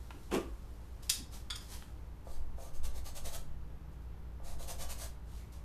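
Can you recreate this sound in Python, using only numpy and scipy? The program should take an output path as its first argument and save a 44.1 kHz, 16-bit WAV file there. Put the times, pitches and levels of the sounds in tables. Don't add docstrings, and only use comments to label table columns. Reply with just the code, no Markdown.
import sys
import numpy as np
from scipy import signal
from scipy.fft import rfft, irfft, next_fast_len
from scipy.io import wavfile
from scipy.ndimage import uniform_filter1d

SR = 44100
rng = np.random.default_rng(int(sys.argv[2]) if len(sys.argv) > 2 else 0)


def dump(signal):
    limited = np.clip(np.atleast_2d(signal).T, -1, 1)
    pcm = np.round(limited * 32767).astype(np.int16)
    wavfile.write(sys.argv[1], SR, pcm)


N = 248724
T = np.arange(N) / SR


def amp(db):
    return 10 ** (np.asarray(db) / 20)


def unit(x):
    return x / np.sqrt(np.mean(x ** 2) + 1e-20)


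def curve_at(points, hz):
    f, value = np.transpose(points)
    return np.interp(np.log(hz + 1), np.log(f + 1), value)


def colour(x, spectrum):
    gain = amp(curve_at(spectrum, np.fft.rfftfreq(len(x), 1 / SR)))
    return unit(irfft(rfft(x) * gain, len(x)))


def drift(hz):
    size = next_fast_len(N, real=True)
    smooth = np.exp(-(np.fft.rfftfreq(size, 1 / SR) / hz) ** 2)
    return unit(irfft(rfft(rng.standard_normal(size)) * smooth, size)[:N])


def tone(hz):
    return np.sin(2 * np.pi * np.cumsum(hz) / SR)


def swell(start_s, rise_s, t60, hold_s=0):
    t = T - start_s
    attack = np.sin(np.pi / 2 * np.clip(t / rise_s, 0, 1)) ** 2
    return attack * amp(-60 * np.maximum(t - rise_s - hold_s, 0) / t60)


def grains(per_s, spread_db):
    snaps = (rng.random(N) < per_s / SR) * rng.standard_normal(N)
    return unit(snaps * amp(spread_db * np.minimum(rng.exponential(1, N), 4)))


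def ring(modes):
    t = T[:SR // 2]
    return sum(amp(db - 60 * t / t60) * np.sin(2 * np.pi * hz * t) for hz, db, t60 in modes)


def burst(spectrum, t60):
    t = T[:SR // 4]
    return colour(rng.choice([-1., 1.], len(t)), spectrum) * amp(-60 * t / t60)


def resonate(x, hz, width_hz):
    turn = np.exp(2j * np.pi * np.cumsum(hz) / SR)
    pole = np.exp(-np.pi * width_hz / SR)
    return 2 * (turn * signal.lfilter([1 - pole], [1, -pole], x / turn)).real


def add_hit(mix, start_s, db, hit):
    part = mix[round(start_s * SR):][:len(hit)]
    part += amp(db) * hit[:len(part)] / np.std(hit[:SR // 200])


# frequency in Hz, t60 in seconds.
STUDIO_DECAY = [(200, 0.32), (1000, 0.43), (4000, 0.31), (8000, 0.27), (14000, 0.25)]


def studio(dry, wet_db, paths=3):
    wet = np.zeros(N)
    for k in range(paths):
        echoes = rng.standard_normal(SR // 2) * (rng.random(SR // 2) < .15)
        echoes *= T[:SR // 2] > .004
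        hz, t, bands = signal.stft(echoes, SR, nperseg=256)
        decay = amp(-60 * t / curve_at(STUDIO_DECAY, hz)[:, None])
        tail = signal.istft(bands * decay, SR, nperseg=256)[1]
        send = np.sqrt(2 / paths) * np.cos(np.pi * (3 * T + k / paths))
        wet += signal.oaconvolve(dry * send, tail / np.linalg.norm(tail))[:N]
    return (dry + amp(wet_db) * wet) / np.hypot(1, amp(wet_db))


# frequency in Hz, relative level in dB.
ROOM_TONE_EQ = [(15, -2.5), (32, -8.5), (44, -4.5), (64, -9.5), (120, -17.5), (170, -18), (230, -24.5),
                (340, -25.5), (420, -27), (680, -32.5), (880, -30.5), (2200, -43), (9000, -56.5),
                (13600, -52)]


def room_tone(above_170_hz_db=-60.5):
    air = colour(rng.standard_normal(N), ROOM_TONE_EQ)
    upper = signal.sosfilt(signal.butter(4, 170, "high", fs=SR, output="sos"), air)
    return amp(above_170_hz_db) * air / np.std(upper)


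# pitch in Hz, wander in Hz, relative level in dB.
HUM_PARTIALS = [(57.1, 1.407, -48.5), (65.14, 3.23, -56), (90.7, 3, -60.5), (111.8, 3.33, -63),
                (197.3, 2.1, -69.5), (293.8, 3.13, -72.5), (345.5, 2.98, -82)]


def hum(rise_db_per_s=0.34, drone_hz=149.6, drone_rise_db_per_s=2):
    low = np.zeros(N)
    for hz, wander_hz, db in HUM_PARTIALS:
        gain = amp(db + 0.67 * drift(2.6))
        cycles = np.cumsum(hz + wander_hz * drift(5.68)) / SR + rng.random()
        low += gain * np.sin(2 * np.pi * cycles)
    surge = amp(-60.5) * swell(start_s=3.28, rise_s=0.14, t60=2.5)
    drone = (amp(-72.5 + drone_rise_db_per_s * T) + surge) * tone(drone_hz + 0.46 * drift(2.8))
    return np.sqrt(2) * (amp(-2 + rise_db_per_s * T) * low + drone)


# frequency in Hz, relative level in dB.
CLOTH_EQ = [(300, -7.5), (800, -2), (1400, -8.5), (2500, -8.5), (4000, -4.5), (7000, -6), (13600, -9.5)]
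# peak time in seconds, rise in seconds, t60 in seconds, level in dB.
FOLD_RUBS = [(.24, 0.026, 0.59, -66), (1.033, 0.013, .4, -54.5), (1.355, 0.06, 0.26, -51),
             (1.63, 0.055, 0.84, -58), (1.745, 0.083, .25, -48.5), (1.825, 0.033, 0.53, -63.5),
             (3.93, 0.028, .2, -72), (4.025, 0.016, .15, -73), (5.385, 0.18, 0.41, -61),
             (5.531, 0.016, .3, -58)]


def clothes(sag_db_per_s=6, stands_s=2.7, settle_t60=1.5):
    settle = amp(-60 * np.maximum(T - stands_s, 0) / settle_t60)
    shuffle = amp(-66 - sag_db_per_s * T) * settle
    fold_power = sum((amp(db) * swell(peak - rise, rise, t60)) ** 2 for peak, rise, t60, db in FOLD_RUBS)
    return np.sqrt(shuffle ** 2 + fold_power) * colour(grains(per_s=9000, spread_db=-1), CLOTH_EQ)


def creak(start_s=5.388, length_s=0.073, pitch_hz=2200, width_hz=380, db=-67):
    load = np.sin(np.pi * np.clip((T - start_s) / length_s, 0, 1))
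    hz = np.full(N, pitch_hz)
    rub = resonate(grains(per_s=3100, spread_db=-1), hz, width_hz)
    return amp(db) * load * unit(resonate(rub, hz, width_hz))


# start in seconds, level in dB.
DRY_TICKS = [(.106, -46), (0.3166, -43), (1.824, -51)]
# frequency in Hz, relative level in dB.
TICK_EQ = [(350, -21), (800, 2), (1400, 5.5), (2000, -3), (2700, 1), (3400, -2.5), (4500, -17),
           (13600, -26)]
# start in seconds, level in dB, pitch in Hz, length in seconds.
LOW_THUDS = [(0.124, -56, 330, 0.071), (0.482, -41, 53.3, 0.096), (1.171, -51, 236.7, 0.07),
             (2.76, -41.5, 58.33, 0.34), (3.46, -51, 57.9, 0.2)]


def ticks_and_thuds(tick_t60=0.033):
    out = np.zeros(N)
    for start, db in DRY_TICKS:
        add_hit(out, start, db, burst(TICK_EQ, tick_t60))
    for start, db, hz, length in LOW_THUDS:
        envelope = np.sin(np.pi * np.clip((T - start) / length, 0, 1))
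        out += amp(db) * envelope * unit(tone(hz * (1 + 0.213 * drift(hz / 2))))
    return out


# pitch in Hz, relative level in dB,
# t60 in seconds.
ROOM_MODES = [(207.4, 2, 0.13), (266, -5, 0.14), (301.4, 0, 0.16), (344, 1.5, 0.11), (359.3, -5.5, 0.21),
              (436, -5.5, 0.11), (492, -3.5, 0.092), (533, -14, 0.059)]
# frequency in Hz, relative level in dB.
GRIT_EQ = [(300, -1), (600, 3.5), (850, 5.5), (1100, -2), (1400, -3), (1750, -0.5), (2000, -3), (2400, -2),
           (2950, -1), (4000, -10.5), (7400, -10.5), (13600, -18)]


def scuff(start_s=.311, bite_s=0.025, slide_s=0.043, t60=0.14, slips_hz=420, squeak_db=-16):
    slid_s = np.clip(T - start_s, 0, bite_s + slide_s + t60 / 10)
    judder_hz = 440 - 760 * slid_s
    squeak_hz = 1010 + 2300 * slid_s
    pressure = amp(-31.5) * swell(start_s, bite_s, t60, slide_s)
    grinding = amp(-37) * swell(start_s=0.2985, rise_s=0.053, t60=0.21)
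    slip_count = np.cumsum(slips_hz * np.exp(.8 * drift(300))) / SR
    slips = np.diff(np.floor(slip_count), prepend=0) * amp(3.8 * drift(200))
    slips = unit(slips - uniform_filter1d(slips, size=300))
    judder = resonate(signal.fftconvolve(slips, ring(ROOM_MODES))[:N], judder_hz, width_hz=150)
    judder /= np.sqrt(abs(uniform_filter1d(judder ** 2, size=700)) + 1e-12)
    squeak = unit(tone(squeak_hz * (1 + 0.0206 * drift(180))))
    grit = colour(.5 * slips + grains(per_s=4900, spread_db=1.5), GRIT_EQ)
    return pressure * (judder + amp(squeak_db) * squeak) + grinding * grit


# pitch in Hz, spread in Hz, t60 in seconds,
# relative level in dB when struck at the tip, and when struck in the middle.
HANDLE_MODES = [(1260, 270, 0.026, -19.5, -11), (1980, 470, 0.033, -16.5, -10.5),
                (2700, 130, .02, -11, -18), (3360, 130, 0.075, -5.5, 6.5), (3740, 164, .03, -6, -9),
                (4780, 270, .13, -3.5, -4), (5070, 180, .15, 2, -8), (5196, 156, 0.64, -7, -19),
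                (5820, 266, .05, 0.5, -37.5), (6303, 130, .03, -2.5, -22), (6900, 270, .11, -6, -9.5),
                (7400, 200, .09, -3, -25), (8535, 660, 0.0395, -6, -18), (9500, 330, 0.15, 0.5, -28),
                (10443, 600, .02, -12, -22), (11770, 550, .02, -11, -26.5), (13280, 450, 0.028, -9, -40)]
# start in seconds, level of the direct knock in dB,
# strike point from 0 (tip) to 1 (middle).
HANDLE_CLACKS = [(1.029, -68, 0), (1.0946, -29, 0.12), (1.5015, -40, 0.99), (1.555, -47.5, 0.31)]


def handles(wall_s=.0039, wall_db=6.5, crack_t60=0.037, rattle_t60=0.16, rattle_db=-9, ring_db=-21):
    out, t, f = np.zeros(N), T[:SR // 4], np.arange(0, SR / 2, 20)
    hz, spread, t60, tip_db, middle_db = np.transpose(HANDLE_MODES)
    ring_attack = 1 - np.exp(-t / 0.00095)
    for start, db, strike_point in HANDLE_CLACKS:
        mode_db = tip_db + strike_point * (middle_db - tip_db)
        mode_power = amp(mode_db) ** 2 / (1 + ((f[:, None] - hz) / spread) ** 2 / 2) ** 3
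        spectrum = np.c_[f, 10 * np.log10(mode_power.sum(1))]
        ringing = ring(zip(hz, mode_db, t60))[:len(t)] * ring_attack
        tail = amp(rattle_db) * burst(spectrum, rattle_t60) + amp(ring_db) * ringing
        add_hit(out, start, db, burst(spectrum, crack_t60) + tail)
        add_hit(out, start + wall_s, db + wall_db, burst(spectrum, crack_t60))
    return out


# start in seconds, level in dB.
CANVAS_PUSHES = [(2.24, -31), (2.67, -28), (3.12, -33.5), (3.36, -38.5), (3.98, -47), (4.37, -34),
                 (4.7, -37.5)]


def canvas_sway(flap_hz=11, wander_hz=0.89, flutter_hz=30, flutter_db=-16):
    flap = unit(tone(flap_hz + wander_hz * drift(4.3)))
    flutter = unit(drift(33) * np.sin(2 * np.pi * flutter_hz * T))
    power = sum((amp(db) * swell(start, rise_s=0.16, t60=1)) ** 2 for start, db in CANVAS_PUSHES)
    return np.sqrt(power) * (flap + amp(flutter_db) * flutter)


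# pitch in Hz, relative level in dB, t60 in seconds.
CANVAS_MODES = [(541.6, -2, 0.12), (578, 0, 0.056), (638, 0, 0.048), (683, 1, 0.074), (783.6, -8, 0.13),
                (851.2, -5.5, 0.05), (1040, -13, 0.027), (1173, -11.5, 0.32)]
# frequency in Hz, relative level in dB.
BRISTLE_EQ = [(300, -26), (600, -23), (1100, -3), (1600, -4), (2500, -6), (4300, -2), (5600, -4.5),
              (6700, -0.5), (7300, -3.5), (8400, -1.5), (9600, -4.5), (12400, -6.5), (13500, -6.5)]
# start in seconds, level in dB.
BRUSH_LANDINGS = [(2.27, -46.5), (2.583, -46.5), (4.401, -52.5), (4.605, -47.5)]
# start in seconds, length in seconds, bristle level in dB, drum level in dB.
BRUSH_STROKES = [(2.23, 0.19, -60, -62.5), (2.557, .16, -56.5, -58), (2.721, 0.081, -58, -65),
                 (2.823, .068, -47, -54.5), (2.928, 0.083, -52.5, -57.5), (3.036, .082, -49, -58),
                 (3.139, 0.069, -46, -55.5), (3.232, 0.078, -44.5, -49.5), (3.311, 0.075, -44, -53.5),
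                 (4.417, 0.16, -53.5, -56.5), (4.577, 0.094, -50.5, -55), (4.666, .075, -42, -48),
                 (4.773, 0.094, -44, -52), (4.878, 0.071, -44, -55.5), (4.964, 0.12, -45, -54.5)]


def brush(fastest_share=.47, landing_s=0.00056, low_cut_hz=520):
    out, drum_gain = np.zeros(N), np.zeros(N)
    snaps = grains(per_s=9000, spread_db=1) * amp(0.43 * drift(90))
    hz = np.linspace(300, 13800, num=50)
    for start, length, bristle_db, drum_db in BRUSH_STROKES:
        progress = np.interp((T - start) / length, [0, fastest_share, 1], [0, .5, 1])
        speed = np.sin(np.pi * progress).clip(0)
        drum_gain += amp(drum_db) * speed ** 1.2
        colour_shift_db = 1.5 * rng.standard_normal(len(hz))
        span = slice(round(start * SR), round(start * SR) + SR // 4)
        scrape = colour(snaps[span], np.c_[hz, curve_at(BRISTLE_EQ, hz) + colour_shift_db])
        out[span] += amp(bristle_db) * speed[span] ** 1.5 * scrape
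    low_cut = signal.butter(3, low_cut_hz, "high", fs=SR, output="sos")
    canvas = signal.sosfilt(low_cut, ring(CANVAS_MODES))
    out += drum_gain * unit(signal.fftconvolve(snaps, canvas)[:N])
    cushion = 1 - np.exp(-(T[:len(canvas)] / landing_s) ** 2)
    for start, db in BRUSH_LANDINGS:
        add_hit(out, start, db, canvas * cushion)
    return out


def scene():
    painting = studio(brush(), wet_db=-3) + canvas_sway()
    moving = studio(handles(), wet_db=-3) + studio(scuff(), wet_db=-9.5)
    small_sounds = studio(ticks_and_thuds() + clothes() + creak(), wet_db=-6)
    return (painting + moving + small_sounds + room_tone() + hum())[None]


def record(dry):
    high_cut = signal.firwin(511, cutoff=13950, window=("kaiser", 9), fs=SR)
    return signal.oaconvolve(dry, high_cut[None], "same")


dry = scene()
out = record(dry)
dump(out)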